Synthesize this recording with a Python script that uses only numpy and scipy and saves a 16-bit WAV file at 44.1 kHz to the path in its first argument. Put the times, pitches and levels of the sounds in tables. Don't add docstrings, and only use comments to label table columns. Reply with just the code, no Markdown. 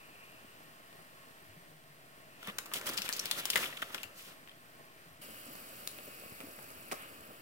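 import sys
import numpy as np
from scipy import signal
from scipy.fft import rfft, irfft
from scipy.io import wavfile
from scipy.ndimage import uniform_filter1d

SR = 44100
rng = np.random.default_rng(int(sys.argv[2]) if len(sys.argv) > 2 else 0)


def unload_audio(sound):
    columns = np.transpose(np.atleast_2d(sound))
    steps = np.round(np.clip(columns, -1, 1) * 32767)
    wavfile.write(sys.argv[1], SR, steps.astype(np.int16))


def level_to_linear(level):
    exponent = np.asarray(level, float) / 20
    return 10 ** exponent


N = 326945
T = np.arange(N) / SR
SCENE_CHANGE_S = 5.2145
TOP_HZ = 15820

# start_s, block_pressure_db, crispness_db
RUSTLE = [(2.38, -77, 2), (2.46, -61.5, 2.5), (2.63, -63.5, -21), (2.9, -51.5, -1), (3.04, -57.5, 1),
          (3.45, -55.5, 1.2), (4.02, -60.5, -3), (4.11, -66, -22), (4.399, -95, -5)]
# middle_s, length_s, block_db, foil_db, fine_crease_db
CRUNCHES = [(2.4736, 0.0054, -41, -55, -45), (3.306, 0.0041, -48, -53, -54), (4.263, 0.093, -73, -64, -58),
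            (2.49, 0.053, -48, -50, -56), (2.763, 0.079, -51, -48.5, -45.5),
            (2.871, 0.028, -43.5, -46, -39), (2.894, 0.026, -43.5, -48, -40.5),
            (2.941, 0.024, -51, -59, -45), (2.989, 0.014, -44, -59, -45), (3.058, 0.041, -55, -51, -46.5),
            (3.169, 0.021, -63, -55, -41.5), (3.39, 0.06, -47, -50, -42.5), (3.537, 0.016, -52, -38.5, -44),
            (3.574, 0.023, -39, -39, -40), (3.61, 0.19, -48, -48.5, -43.5), (3.774, 0.015, -66, -46, -52.5),
            (3.827, 0.017, -41, -45, -51), (3.951, 0.035, -47, -62, -63), (3.906, .025, -53.5, -63, -72),
            (4.01, .012, -62, -64, -66), (4.2, 0.13, -71, -64, -55.5), (4.302, 0.13, -64, -65.5, -61.5)]
# pitch_hz, level_db (per Hz)
FOIL_COLOUR = [(35, -41), (60, -18), (188, -9.5), (476, -6.5), (522, -5), (794, -9.5), (1360, 0.5),
               (1520, -3.5), (1750, -1.5), (3360, 2), (7240, -3.5), (13300, -2), (15600, -4)]
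# start_s, foil_peak_db, fine_crease_db, panel_pitch_hz
SNAPS = [(2.4288, -46, -43, 1300), (2.5847, -37, -21.5, 1390), (2.6586, -53, -34, 1150),
         (2.7167, -44, -45, 1180), (2.7372, -32, -20.5, 3040), (2.813, -43.5, -31.5, 1450),
         (2.9719, -42, -24.5, 1370), (2.9757, -36.5, -25, 4800), (2.9856, -33, -28, 4840),
         (3.0195, -34.5, -23.5, 5680), (3.0793, -43, -33, 2530), (3.0907, -35, -19.5, 1730),
         (3.1268, -55, -23, 4700), (3.1337, -42, -25.5, 6610), (3.183, -44, -40, 4670),
         (3.1934, -44, -25, 5760), (3.2565, -35.5, -23.5, 4600), (3.3122, -28, -16.5, 3450),
         (3.455, -32, -17.5, 3000), (3.5019, -30, -18, 3060), (3.5576, -22, -17, 1900),
         (3.6316, -36, -40, 2490), (3.6414, -35, -42, 2330), (3.6583, -40, -54, 3250),
         (3.7264, -44, -50, 1860), (3.8202, -41.5, -35, 2000), (3.9457, -38.5, -30.5, 1660),
         (3.9799, -41.5, -45, 2650), (4.0321, -40.5, -30, 2650), (4.1944, -54, -57, 2980)]
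# start_s, foil_peak_db, fine_crease_db, panel_pitch_hz
SACHET_FLICKS = [
    (4.475, -50, -64, 3000),
    (4.4864, -57, -60, 1840),
    (4.4944, -59, -66, 3200),
    (4.5154, -53, -62, 3140),
]
# start_s, body_peak_db, fine_peak_db, shell_pitch_hz
KNOB_KNOCKS = [
    (6.404, -43.5, -45, 2440),
    (6.9145, -37, -37, 2440),
    (6.9197, -44, -32, 1210),
]
# start_s, body_peak_db, fine_peak_db, pitch_hz
SPITS = [
    (0.9283, -51.5, -56, 3490),
    (5.5544, -58, -40.5, 1240),
    (5.8745, -37, -24, 4500),
    (5.9868, -46.5, -57, 2450),
    (6.5894, -55, -61, 1120),
    (6.7044, -58, -42, 2540),
    (7.3394, -58, -59, 2900),
]
# start_s, peak_db, pitch_hz
PLOPS = [(1.486, -46, 94), (1.566, -42, 157), (2.479, -32, 185), (2.893, -30, 306), (2.989, -38, 187),
         (3.74, -48.5, 132), (4.04, -53, 87), (5.063, -45, 156), (5.109, -53, 76.4), (5.105, -47, 147),
         (5.481, -37.5, 250), (5.549, -54, 536), (5.991, -50, 255), (6.221, -39, 526), (6.435, -34, 260),
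         (6.499, -42, 557), (6.586, -49, 129)]
# start_s, facing_pot_db
FAR_TURN = [(0.0, -1), (0.9, -1), (1.45, -1.3), (1.8, -3), (2.25, -2), (2.38, -1.5), (4.36, -1.3),
            (4.55, -3), (4.8, -1), (4.93, -2.5), (5.1, -0.8), (5.2, -2.5)]
# start_s, facing_pot_db
NEAR_TURN = [(5.23, 3), (5.28, -0.2), (6.06, -0.05), (6.8, -2.5), (7.05, -3), (7.3, -6)]
# pitch_hz, level_db (per Hz)
FAR_COLOUR = [(15, -50), (25, -14), (33, -23), (148, -5), (216, -8.5), (298, -7), (434, -10), (633, -11),
              (744, -10), (1080, -10.5), (1420, -7), (2640, -12.5), (4280, -17), (8400, -16),
              (15600, -17.5)]
# pitch_hz, level_db (per Hz)
NEAR_COLOUR = [(15, -56), (25, -27), (86, -7.5), (199, -5.5), (253, -3.5), (390, -7), (584, -4),
               (898, -11.5), (1270, -4.5), (1910, -9), (2430, -5.5), (3740, -15), (6080, -13.5),
               (10700, -7.5), (15600, -7.5)]
# pitch_hz, level_db
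FAR_SHEEN = [(3300, 10.5), (3800, 4.5), (4600, 1.5), (6400, -5.5), (8400, -1), (9900, -4), (11500, -2.1),
             (15000, -2)]
# pitch_hz, level_db
NEAR_SHEEN = [(3300, 3), (3750, 5), (4600, 6.5), (6200, -2.5), (8000, 1), (9400, -5), (11000, 0),
              (12200, -4), (14000, -0.5)]
# pitch_hz, width_hz, level_db
POT = [(646, 74, 3), (1084, 50, 5), (1840, 120, -1)]
# start_s, pitch_hz, level_db
VENT = [
    [(0.0, 2600, -58), (0.2, 2595, -54.5), (0.73, 2800, -66), (1.42, 2800, -65), (1.82, 2640, -78),
     (2.38, 2630, -61), (4.3, 2780, -63), (4.53, 2900, -81), (4.9, 2600, -65), (5.2, 2690, -70)],
    [(5.23, 2880, -53), (5.62, 2760, -58), (5.84, 2840, -57.5), (6.18, 2552, -54), (6.43, 2490, -57),
     (6.7, 2590, -58), (7.01, 2550, -55), (7.35, 2790, -61)],
]
# start_s, pitch_hz, level_db
DRONE = [(1.5, 151, -92), (1.7, 151.5, -66.5), (2.08, 150, -70), (2.2, 151, -90)]
# pitch_hz, left_minus_right_db
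PORT_BALANCE = [(60, 7), (110, 2), (200, 1), (380, 1.5), (700, 1), (1290, -3.5), (2380, 3), (4400, 0.5),
                (8120, -2), (15000, 1)]
# pitch_hz, shared_part (0-1)
LIKENESS = [(60, .75), (300, .87), (800, .68), (2500, .5), (6000, .3), (9000, .17), (15000, .12)]

FAR_LAYERS_DB, FAR_SHARE = (-62.5, -65, -67, -65), (0.64, 1.9, 0.81, 1.22)
NEAR_LAYERS_DB, NEAR_SHARE = (-59, -64, -64, -56), (0.18, 0.2, 0.37, 0.94)
# middle_s, length_s, then level_db in each layer
KNOB_RUB = (7.02, .2, -62, -61, -58, -66)


def rustle():
    lag = 7
    creases = 0
    for band, per_s in enumerate((300, 400, 600, 900)):
        creases = creases + split(spatter(per_s, 2.8, .012, lag))[band]
    clumps = creases * level_to_linear(2.0 * walk(80))
    scrape = spread(lag, N) * level_to_linear(2.0)
    foil = filtered(clumps + scrape, lambda hz: level_to_linear(on_log(FOIL_COLOUR, hz)))
    fade = np.interp(T, [2.37, 2.4, 4.36, 4.42], [0, 1, 1, 0])
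    return fade * played(foil, *hand())


def hand():
    s, db, crisp_db = np.transpose(RUSTLE)
    counter_db = db - 1.5
    steady = np.c_[s, counter_db, db, db + 1.35 * crisp_db, db + 0.46 * crisp_db]
    slow_fold_s, db_per_octave = 0.074, 4.5
    folds = []
    for mid, length, block_db, *foil_db in CRUNCHES:
        pressed_db = db_per_octave * min(np.log2(length / slow_fold_s), 0)
        folds.append((mid, length, block_db + pressed_db, block_db, *foil_db))
    return steady, folds


def foil_snaps():
    pan_db = lambda s: 2.5 + 1.8 * (s - 2.4)
    return snaps(SNAPS, 6, [0.033, 0.043, 0.033, 0.034], counter_db=-8.5, crack_t60=.005, flutter_db=-9,
                 ring_db=13.0, width=0.1, under_db=-6.5, pan=pan_db)


def sachet_flicks():
    return snaps(SACHET_FLICKS, 5.5, [.02, 0.018, 0.013, .015], counter_db=-22, crack_t60=.006,
                 flutter_db=-2.5, ring_db=14.0, width=0.063, under_db=-3, pan=lambda s: 5.5)


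def knob_knocks():
    return snaps(KNOB_KNOCKS, 16, [0.087, 0.061, 0.045, 0.066], counter_db=2.1, crack_t60=0.013,
                 flutter_db=-2, ring_db=17, width=.09, under_db=-5.0, pan=lambda s: -1.5)


def spits():
    return snaps(SPITS, 15, [0.026, .03, 0.015, 0.012], counter_db=1.6, crack_t60=.005, flutter_db=-7,
                 ring_db=2.2, width=0.097, under_db=-4, pan=lambda s: 1.5)


def snaps(table, lag, t60s, counter_db, crack_t60, flutter_db, ring_db, width, under_db, pan):
    out, t = np.zeros((2, N + 4096)), np.arange(-256, 3840) / SR
    decay = lambda t60: (t >= 0) * level_to_linear(-60 * t / t60)
    for s, foil_db, fine_db, panel_hz in table:
        block_db = foil_db + under_db - 8.5 * np.log2(panel_hz / 2400)
        panel = lambda hz: 1 + level_to_linear(ring_db) / (1 + ((hz - panel_hz) / (width * panel_hz)) ** 2)
        crack = split(spread(lag, len(t)) * decay(crack_t60))
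        ragged = level_to_linear(4.7 * np.repeat(rng.standard_normal(64), 64))
        flutter = split(filtered(spread(lag, len(t)), panel) * ragged)
        peaks_db = [block_db + counter_db, block_db, foil_db, fine_db]
        hit = 0
        for c, f, t60, peak_db in zip(crack, flutter, t60s, peaks_db):
            band = c + level_to_linear(flutter_db) * f * decay(t60)
            hit = hit + band / abs(band.mean(0)).max() * level_to_linear(peak_db)
        at, pan_db = int(s * SR) - 256, pan(s)
        out[:, at:at + len(t)] += hit * level_to_linear(np.array([[pan_db], [-pan_db]]) / 2)
    bass = lambda hz: 1 / (1 + (200 / (hz + 1)) ** 3)
    treble = lambda hz: 1 / np.sqrt(1 + (hz / 11300) ** 2)
    return room(filtered(out[:, :N], lambda hz: bass(hz) * treble(hz)), -7.5, 0.25)


def plops(cycles=7.4, glide=0.087):
    out = np.zeros(N)
    for s, db, hz in PLOPS:
        turns = hz * np.maximum(T - s, 0)
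        swell = np.minimum(turns / 2.2, 1) * np.exp(-4 * turns / cycles)
        rise = 1 + glide * np.minimum(turns / cycles, 1)
        out += level_to_linear(db) * swell * np.sin(2 * np.pi * turns * rise)
    return out


def simmer(colour, sheen, table, lag, ticks_per_s, tick_db, bubbles_db, pot_db, bursts=()):
    def tick(mid_hz):
        puffs = spatter(ticks_per_s, 2.5, 0.0084, lag)
        return filtered(puffs, lambda hz: 1 / (1 + ((hz - mid_hz) / 2500) ** 4))

    ticks = .6 * tick(7500) + tick(11000) + tick(14000)
    bubbles = filtered(spatter(50, 4.0, 0.061, lag), lambda hz: 1 / (1 + (hz / 900) ** 4))
    hiss = spread(lag, N) * level_to_linear(0.5 * walk(13))
    sound = hiss + level_to_linear(tick_db) * ticks + level_to_linear(bubbles_db) * bubbles
    pot = lambda hz: 1 + sum(level_to_linear(db + pot_db) / (1 + (2 * (hz - f) / w) ** 2) for f, w, db in POT)
    tone = lambda hz: level_to_linear(on_log(colour, hz) + on_log(sheen, hz)) * pot(hz)
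    return played(filtered(sound, tone), table, bursts)


def facing(table, layers_db, share):
    s, turn_db = np.transpose(table)
    return np.c_[s, np.array(layers_db) + np.outer(turn_db, share)]


def far_pot():
    turn = facing(FAR_TURN, FAR_LAYERS_DB, FAR_SHARE)
    sound = simmer(FAR_COLOUR, FAR_SHEEN, turn, -15.5, 60, tick_db=-9, bubbles_db=-4.0, pot_db=0.48)
    return sound + whistle(VENT[0], 640, -6.0, -13.5)


def near_pot():
    turn = facing(NEAR_TURN, NEAR_LAYERS_DB, NEAR_SHARE)
    sound = simmer(NEAR_COLOUR, NEAR_SHEEN, turn, 16, 120, tick_db=-2.0, bubbles_db=-3.5, pot_db=-13.0,
                   bursts=[KNOB_RUB])
    return sound + whistle(VENT[1], 840, -5.5, 13.8)


def whistle(table, width_hz, trim_db, lag):
    s, hz, db = np.transpose(table)
    slow = filtered(rng.standard_normal((2, N)), lambda f: 1 / (1 + (2 * f / width_hz) ** 4))
    turn = 2 * np.pi * np.cumsum(np.interp(T, s, hz)) / SR
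    tone = np.sum(slow / slow.std() * [np.cos(turn), np.sin(turn)], axis=0)
    x = tone * level_to_linear(np.interp(T, s, db) + trim_db)
    return np.array([np.roll(x, lag), x])


def drone():
    return whistle(DRONE, 24, 0.1, 0)


def room(x, wet_db, t60):
    t = np.arange(SR // 2) / SR
    tail = level_to_linear(wet_db - 60 * t / t60) / np.sqrt(t60 * SR / 14)
    echo = tail * spread(0, len(t)) * np.minimum(t / 0.011, 1)
    return x + signal.fftconvolve(x, echo, axes=1)[:, :N]


def spread(lag, size):
    shared, *own = rng.standard_normal((3, size))
    like = lambda hz: np.clip(on_log(LIKENESS, hz), 0, 1)
    both = filtered(np.array([np.roll(shared, lag), shared]), lambda hz: np.sqrt(like(hz)))
    return both + filtered(np.array(own), lambda hz: np.sqrt(1 - like(hz)))


def spatter(per_s, spread_db, t60, lag):
    puffs = signal.lfilter([1], [1, -level_to_linear(-60 / t60 / SR)], clicks(per_s, spread_db))
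    x = spread(lag, N) * puffs
    return x / x.std()


def clicks(per_s, spread_db):
    hit, size = rng.random((2, N))
    return (hit < per_s / SR) * level_to_linear(np.minimum(-spread_db * np.log(size + 1e-9), 11))


def walk(rate):
    k = int(SR / rate)
    held = np.repeat(rng.standard_normal(N // k + 1), k)
    return uniform_filter1d(uniform_filter1d(held, k), k)[:N]


def played(x, table, bursts=()):
    s, *db = np.transpose(table)
    gain = np.array([level_to_linear(np.interp(T, s, d)) for d in db])
    for mid, length, *burst_db in bursts:
        swell = np.exp(-2 * ((T - mid) / (length / 2)) ** 2)
        gain = np.hypot(gain, level_to_linear(np.array(burst_db))[:, None] * swell)
    bands = split(filtered(x, lambda hz: hz < TOP_HZ))
    return sum(b / b.mean(0).std() * g for b, g in zip(bands, gain))


def split(x, edges_hz=(800, 2000, 3900)):
    edges = np.array(edges_hz)[:, None]
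    place = lambda hz: np.clip(2.5 * np.log2((hz + 1) / edges) + .5, 0, 1).sum(0)
    return [filtered(x, lambda hz: np.clip(1 - abs(place(hz) - k), 0, 1)) for k in range(len(edges_hz) + 1)]


def filtered(x, gain):
    size = x.shape[-1]
    return irfft(rfft(x) * gain(np.fft.rfftfreq(size, 1 / SR)), size)


def on_log(table, hz):
    table_hz, value = np.transpose(table)
    return np.interp(np.log(hz + 1), np.log(table_hz), value)


def scene():
    hits = level_to_linear(3) * foil_snaps() + level_to_linear(5) * sachet_flicks()
    hits = hits + level_to_linear(3.5) * knob_knocks() + level_to_linear(3.5) * spits() + plops()
    pot = np.where(T < SCENE_CHANGE_S, far_pot(), near_pot())
    return rustle() + hits + pot + drone()


def band_limit(x):
    return signal.sosfilt(signal.butter(12, 16820, fs=SR, output="sos"), x)


def record(dry):
    side = np.array([[.5], [-.5]])
    sound = filtered(dry, lambda hz: level_to_linear(side * on_log(PORT_BALANCE, hz)))
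    over = filtered(sound, lambda hz: (hz > TOP_HZ) & (hz < 16900))
    loud = uniform_filter1d(abs(sound).max(0), size=128) > .04
    opening = uniform_filter1d(1. * loud, size=256)
    sound = filtered(sound, lambda hz: hz <= TOP_HZ) + level_to_linear(-20) * over * opening
    return band_limit(sound - .0005)


dry = scene()
out = record(dry)
unload_audio(out)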